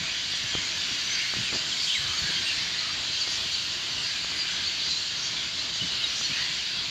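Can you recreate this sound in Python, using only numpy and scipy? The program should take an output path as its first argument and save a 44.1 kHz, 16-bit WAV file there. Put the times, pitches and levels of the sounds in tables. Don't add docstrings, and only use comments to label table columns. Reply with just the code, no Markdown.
import sys
import numpy as np
from scipy import signal
from scipy.fft import rfft, irfft, next_fast_len
from scipy.io import wavfile

SR = 44100
rng = np.random.default_rng(int(sys.argv[2]) if len(sys.argv) > 2 else 0)


def put_to_file(sound):
    columns = np.atleast_2d(sound).T
    safe = np.clip(columns, -1, 1)
    whole_steps = np.round(safe * 32767)
    wavfile.write(sys.argv[1], SR, whole_steps.astype(np.int16))


N = 304290
TIME = np.arange(N) / SR
CUTOFF_HZ = 15750


def from_db(db):
    return 10 ** (np.asarray(db) / 20)


def rms_one(x):
    return x / np.sqrt(np.mean(x ** 2) + 1e-20)


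def add(track, start_s, sound):
    at = int(start_s * SR)
    first, last = max(at, 0), min(at + len(sound), N)
    if last > first:
        track[first:last] += sound[first - at:last - at]


def coloured(x, eq_curve, low_hz=10, high_hz=CUTOFF_HZ):
    size = next_fast_len(len(x))
    hz = np.maximum(np.arange(size // 2 + 1) * SR / size, 1)
    points_hz, db = np.transpose(eq_curve)
    eq = from_db(np.interp(np.log(hz), np.log(points_hz), db))
    edges = (1 + (low_hz / hz) ** 60 + (hz / high_hz) ** 60) ** -.5
    return rms_one(irfft(rfft(x, size) * edges * eq, size)[:len(x)])


def waver(size, rate):
    position = np.arange(size) * rate / SR
    count = int(position[-1]) + 2
    return np.interp(position, np.arange(count), rng.standard_normal(count))


def swell(size):
    u = (np.arange(size) + .5) / size
    return (4 * u * (1 - u)) ** 0.59


def syllable(length_s, first_hz, middle_hz, last_hz, flutter):
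    size = max(int(length_s * SR), 16)
    u = np.arange(size) / size
    arch_hz = middle_hz - (first_hz + last_hz) / 2
    hz = first_hz + (last_hz - first_hz) * u + arch_hz * 4 * u * (1 - u)
    phase = 2 * np.pi * np.cumsum(hz * (1 + flutter * waver(size, rate=700))) / SR
    envelope = swell(size) * (1 + 0.16 * waver(size, rate=150))
    return np.sqrt(2) * envelope * np.sin(phase)


def wood_reverb(x, t60_s, attack_s=0.0059):
    t = TIME[:SR]
    tail = rng.standard_normal(len(t)) * from_db(-60 * t / t60_s) * (1 - np.exp(-t / attack_s))
    return signal.fftconvolve(x, tail / np.sqrt(np.sum(tail ** 2)))


def flock(low_hz, high_hz, per_s, length_s, glide=.09, spread_db=2.5):
    song, calls = np.zeros(N), int(per_s * N / SR)
    placings = rng.random((calls, 2))
    variations = np.clip(rng.standard_normal((calls, 4)), -2, 2)
    for (when, pitch), (stretch, slope, bend, accent) in zip(placings, variations):
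        centre_hz = low_hz + pitch * (high_hz - low_hz)
        contour_hz = centre_hz * np.exp(glide * np.array([-slope, bend / 2, slope]))
        call = syllable(length_s * 2 ** (stretch / 2), *contour_hz, flutter=0.0246)
        add(song, when * N / SR - length_s / 2, from_db(spread_db * accent) * call)
    echoes = wood_reverb(song, t60_s=0.77)
    add(echoes, 0, echoes[N:].copy())
    return rms_one(echoes[:N] + song)


# f/Hz, level/dB
SONG_EQ = [(900, -22), (1300, -11), (1550, -7.5), (2000, -6), (2550, -3.5), (3050, 0), (3500, -1),
           (4100, -3), (4700, -2), (5250, -8), (6300, -10.5), (7300, -12.5)]
AIR_EQ = [(7900, -24), (8500, -24), (9700, -38), (10400, -38.5), (11900, -31.5), (13600, -45.5),
          (15300, -41)]
# t/s, level/dB (used about its mean)
LOW_RIDE = [(0.0, -38.5), (0.4, -40.5), (0.59, -37), (1.02, -39.5), (1.34, -35.5), (1.61, -38.5),
            (1.88, -40), (2.4, -37.5), (3.15, -41), (3.88, -42), (4.5, -38), (4.96, -42.5), (5.42, -39),
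            (5.59, -43), (6.46, -39), (6.9, -41.5)]
MIDDLE_RIDE = [(0.0, -30.5), (1.81, -30), (2.63, -29), (3.02, -30.5), (3.52, -29.5), (3.75, -30.5),
               (4.67, -30.5), (4.78, -30.5), (5.61, -31), (5.82, -30), (6.34, -29.5), (6.9, -30.5)]
HIGH_RIDE = [(0.0, -39.5), (0.71, -39), (1.04, -37.5), (1.32, -39), (2.54, -38.5), (2.92, -40.5),
             (3.21, -38.5), (3.4, -40.5), (4.75, -39.5), (5.67, -40.5), (6.05, -40.5), (6.19, -38),
             (6.9, -42)]
TOP_RIDE = [(0.0, -65.5), (1.34, -63.5), (1.65, -64.5), (1.9, -62.5), (3.07, -65), (3.44, -63.5),
            (3.67, -64.5), (5.77, -65.5), (6.21, -63.5), (6.9, -65.5)]
# low f/Hz, high f/Hz, syllables/(1/s), typical length/s, base level/dB,
# hush against syllables/dB, ride depth/ratio
REGISTERS = [(1347, 2550, 80, .09, -40, 0.5, 1.06), (2552, 3600, 100, .06, -35.5, -0.5, .7),
             (3613, 5100, 130, .045, -33, 2, 1.5), (5096, 7900, 100, .045, -39.9, -1, 1),
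             (7960, 15800, 45, .025, -59.5, 5.5, 2.3)]
# t/s, half-width/s, level/dB
DIPS = [(5.52, .025, -2), (5.72, 0.013, -3.5)]

def far_chorus(waver_db=0.2):
    bed = np.zeros(N)
    rides = [LOW_RIDE, MIDDLE_RIDE, MIDDLE_RIDE, HIGH_RIDE, TOP_RIDE]
    for (low_hz, high_hz, per_s, length_s, base_db, hush_db, depth), ride in zip(REGISTERS, rides):
        ride_db = np.interp(TIME, *np.transpose(ride))
        fader_db = base_db + depth * (ride_db - ride_db.mean()) + waver_db * waver(N, rate=6)
        band_share = (high_hz - low_hz) / (SR / 2)
        hush = from_db(hush_db) * rng.standard_normal(N) / np.sqrt(band_share)
        voices = flock(low_hz, high_hz, per_s, length_s) + hush
        bed += from_db(fader_db) * coloured(voices, SONG_EQ + AIR_EQ, low_hz, high_hz)
    dip_db = sum(db * np.exp(-((TIME - at_s) / width_s) ** 2) for at_s, width_s, db in DIPS)
    return from_db(dip_db) * bed


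# f/Hz, level/dB
RUMBLE_EQ = [(22, -22), (38, -9), (55, -1.5), (90, 1.5), (150, -0.5), (175, 0), (215, -4.5), (330, -3.5),
             (530, -12), (665, -4), (770, -10), (1000, -4.5), (1300, -5), (1700, -8)]

def far_rumble(level_db=-45.5, waver_db=1.47, hum_hz=172, hum_db=-61):
    fader_db = level_db + waver_db * waver(N, rate=12)
    air = coloured(rng.standard_normal(N), RUMBLE_EQ, high_hz=1890)
    hum = np.sin(2 * np.pi * np.cumsum(hum_hz + 2.58 * waver(N, rate=5.4)) / SR)
    return from_db(fader_db) * air + from_db(hum_db) * hum


# f/Hz, level/dB
RUB_EQ = [(100, -25), (300, 3), (500, 4), (800, -3.5), (1250, 2), (2000, -42), (4000, -34)]
# t/s, length/s, thud f/Hz, thud level/dB, rub level/dB
GRIP_SHIFTS = [(.0, 0.05, 146, -41.5, -67), (0.421, 0.046, 130, -41, -63), (.553, 0.072, 90, -44, -59),
               (.9, 0.045, 167, -46, -64), (1.34, .11, 130, -39.5, -54), (1.521, 0.052, 223, -40, -40),
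               (1.977, 0.15, 89.5, -42, -60), (2.215, 0.054, 104, -37, -60),
               (2.285, 0.029, 171, -41.5, -49), (4.847, .05, 130, -45.5, -50),
               (5.813, 0.048, 160, -35, -64), (6.291, 0.039, 170, -41, -53)]

def grip_shifts():
    out = np.zeros(N)
    rubbing = coloured(rng.standard_normal(N), RUB_EQ, high_hz=4000)
    for start_s, length_s, thud_hz, thud_db, rub_db in GRIP_SHIFTS:
        size = int(length_s * SR)
        case_band = signal.butter(2, [thud_hz / 1.54, thud_hz * 1.39], "band", fs=SR, output="sos")
        thud = rms_one(signal.sosfilt(case_band, rng.standard_normal(SR // 2))[-size:])
        rub = np.roll(rubbing, -int(start_s * SR))[:size]
        add(out, start_s, swell(size) * (from_db(thud_db) * thud + from_db(rub_db) * rub))
    return out


def note(length_s, hz, glide_octaves, arch=0.0118, flicker_db=3):
    half_glide = 2 ** (glide_octaves / 2)
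    flutter_hz = 100 * (length_s / 0.097) ** .4
    tone = syllable(length_s, hz / half_glide, hz * (1 + arch), hz * half_glide, flutter_hz / hz)
    return tone * rms_one(from_db(flicker_db * waver(len(tone), rate=129.7)))


def stray_notes(per_s=3.9, base_db=-39.5, mean_length_s=.07, low_hz=2394, high_hz=12140):
    eq_hz, eq_db = np.transpose(SONG_EQ + AIR_EQ)
    cues = []
    for when, pitch, stretch, slope in rng.random((int(per_s * N / SR), 4)):
        hz = low_hz * (high_hz / low_hz) ** pitch
        glide_octaves = 0.088 * (2 * slope - 1)
        db = base_db + np.interp(hz, eq_hz, eq_db)
        cues.append((when * N / SR, mean_length_s * (.5 + stretch), hz, glide_octaves, db))
    return cues


# t/s, length/s, f/Hz, glide/octaves, level/dB
NEAR_NOTES = [ (0.027, 0.11, 2400, 0.2, -38), (.317, 0.045, 3400, -0.086, -34),
              (.468, .04, 6050, -0.1, -39), (.515, 0.095, 3150, -0.057, -33.5),
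              (.519, 0.15, 2064, 0.05, -41), (0.77, .12, 3540, -.04, -39), (.878, 0.17, 4660, 0, -39),
              (1.07, .24, 2130, 0, -38.5), (1.094, 0.06, 6060, 0.15, -33.5),
              (1.146, 0.025, 5500, -0.15, -35.5), (1.139, 0.076, 4720, 0.1, -33.5),
              (1.18, 0.073, 2780, .18, -36), (1.266, .17, 4520, 0.3, -38), (1.425, 0.052, 8270, -.04, -54),
              (1.428, .11, 2560, -0.8, -37), (1.7, 0.039, 3280, -.2, -31.5), (1.828, 0.027, 4500, -.2, -28),
              (1.86, 0.11, 3130, .03, -33), (1.93, 0.064, 3830, .11, -32), (1.94, 0.048, 7550, -.03, -43),
              (1.944, 0.0366, 2060, -0.42, -30), (2.049, .16, 1205, .1, -44),
              (2.089, 0.034, 3100, -0, -32.5), (2.144, 0.042, 6470, 0, -40),
              (2.177, 0.032, 4440, -0.075, -28), (2.22, 0.13, 1640, -.03, -39.5),
              (2.345, .06, 3150, .09, -32), (2.438, .07, 8200, -.03, -50), (2.453, 0.078, 2750, -.06, -32),
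              (2.779, .041, 4250, 0.24, -28.5), (2.801, 0.12, 1245, 0, -45.5),
              (3.199, .045, 4450, -0.17, -29), (3.288, 0.055, 10850, -.03, -60),
              (3.53, 0.026, 4480, 0, -26), (3.909, 0.15, 2850, -.03, -38.5), (4.14, .08, 2405, -.06, -42),
              (4.32, .08, 10750, -.08, -61), (4.384, 0.0515, 4700, -.07, -28),
              (4.505, 0.063, 6050, 0.061, -43), (4.421, 0.136, 1563, -.06, -42.5),
              (4.641, 0.059, 4350, 0.23, -29.5), (4.874, 0.077, 4000, .04, -30),
              (4.953, .057, 4170, 0.2, -32), (5.208, 0.043, 5580, .12, -37), (5.225, .06, 4490, .02, -34),
              (5.36, 0.06, 3310, -0.17, -34), (5.578, 0.053, 4140, 0.2, -32),
              (5.8, 0.031, 2956, -0.026, -27.5), (5.89, 0.1, 4120, 0.06, -36),
              (6.027, 0.035, 3800, -0.15, -28.5), (6.136, .14, 5840, 0.1, -40.5),
              (6.227, 0.047, 4260, .11, -29.5), (6.29, .16, 2680, 0.63, -37),
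              (6.331, 0.19, 1923, 0.02, -39), (6.46, .096, 3260, 0.055, -38),
              (6.757, .09, 3290, 0.03, -37.5)]
# t/s, length/s, low f/Hz, high f/Hz, level/dB
HOARSE_CALLS = [(0.35, 0.031, 6000, 8900, -40), (1.517, 0.085, 4350, 5000, -34),
                (1.534, .045, 5000, 7500, -37), (1.769, .1, 4200, 5100, -31.5),
                (1.799, 0.14, 5000, 9000, -37.5), (1.869, .09, 2650, 4000, -30),
                (2.464, .085, 2300, 8500, -35), (3.265, 0.14, 5000, 7300, -37.5),
                (4.025, 0.093, 4400, 5050, -34.5), (4.787, 0.17, 4380, 4950, -34),
                (4.87, 0.075, 4570, 7500, -37), (5.222, 0.078, 5200, 7300, -39),
                (5.755, .035, 5200, 8500, -39), (6.133, .098, 4970, 7700, -39)]

def near_birds(echo_db=-7):
    song = np.zeros(N)
    for start_s, length_s, hz, glide_octaves, db in list(NEAR_NOTES) + stray_notes():
        add(song, start_s, from_db(db) * note(length_s, hz, glide_octaves))
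    for start_s, length_s, low_hz, high_hz, db in HOARSE_CALLS:
        size = int(length_s * SR)
        rasp = coloured(rng.standard_normal(SR // 2), SONG_EQ + AIR_EQ, low_hz, high_hz)
        add(song, start_s, from_db(db) * swell(size) * rasp[:size])
    return song + from_db(echo_db) * wood_reverb(song, t60_s=0.47)[:N]


# f/Hz, level/dB, decay T60/s
CASE_MODES = [(171, -19, 0.019), (400, 1.5, 0.0071), (736, -7.5, 0.0079), (1260, 0.5, 0.0061)]
# t/s, level/dB, hardness as spectral tilt/(dB per octave)
KNOCKS = [(.336, -30, 0), (.552, -19.5, -3), (1.338, -24.5, 4), (1.366, -29, -4), (1.528, -24, -2),
          (2.306, -30, -1), (3.276, -32, 6), (4.246, -28.5, 4), (4.318, -34, 8), (5.761, -36, 6),
          (6.212, -30.5, 8.5)]

def finger_knocks(trim_db=-1, pivot_hz=650):
    out, t = np.zeros(N), TIME[:SR // 10]
    for start_s, hit_db, hardness in KNOCKS:
        for hz, mode_db, t60_s in CASE_MODES:
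            tilt_db = hardness * np.log2(hz / pivot_hz)
            onset_db = hit_db + trim_db + mode_db + tilt_db + rng.standard_normal()
            add(out, start_s, from_db(onset_db - 60 * t / t60_s) * np.sin(2 * np.pi * hz * t))
    return out


def scene():
    birds = far_chorus() + near_birds()
    return (birds + far_rumble() + grip_shifts() + finger_knocks())[None]


def record(dry):
    low_cut = signal.butter(2, 35, "high", fs=SR, output="sos")
    high_cut = signal.ellip(10, .1, 80, CUTOFF_HZ, fs=SR, output="sos")
    return signal.sosfilt(high_cut, signal.sosfilt(low_cut, dry))


dry = scene()
out = record(dry)
put_to_file(out)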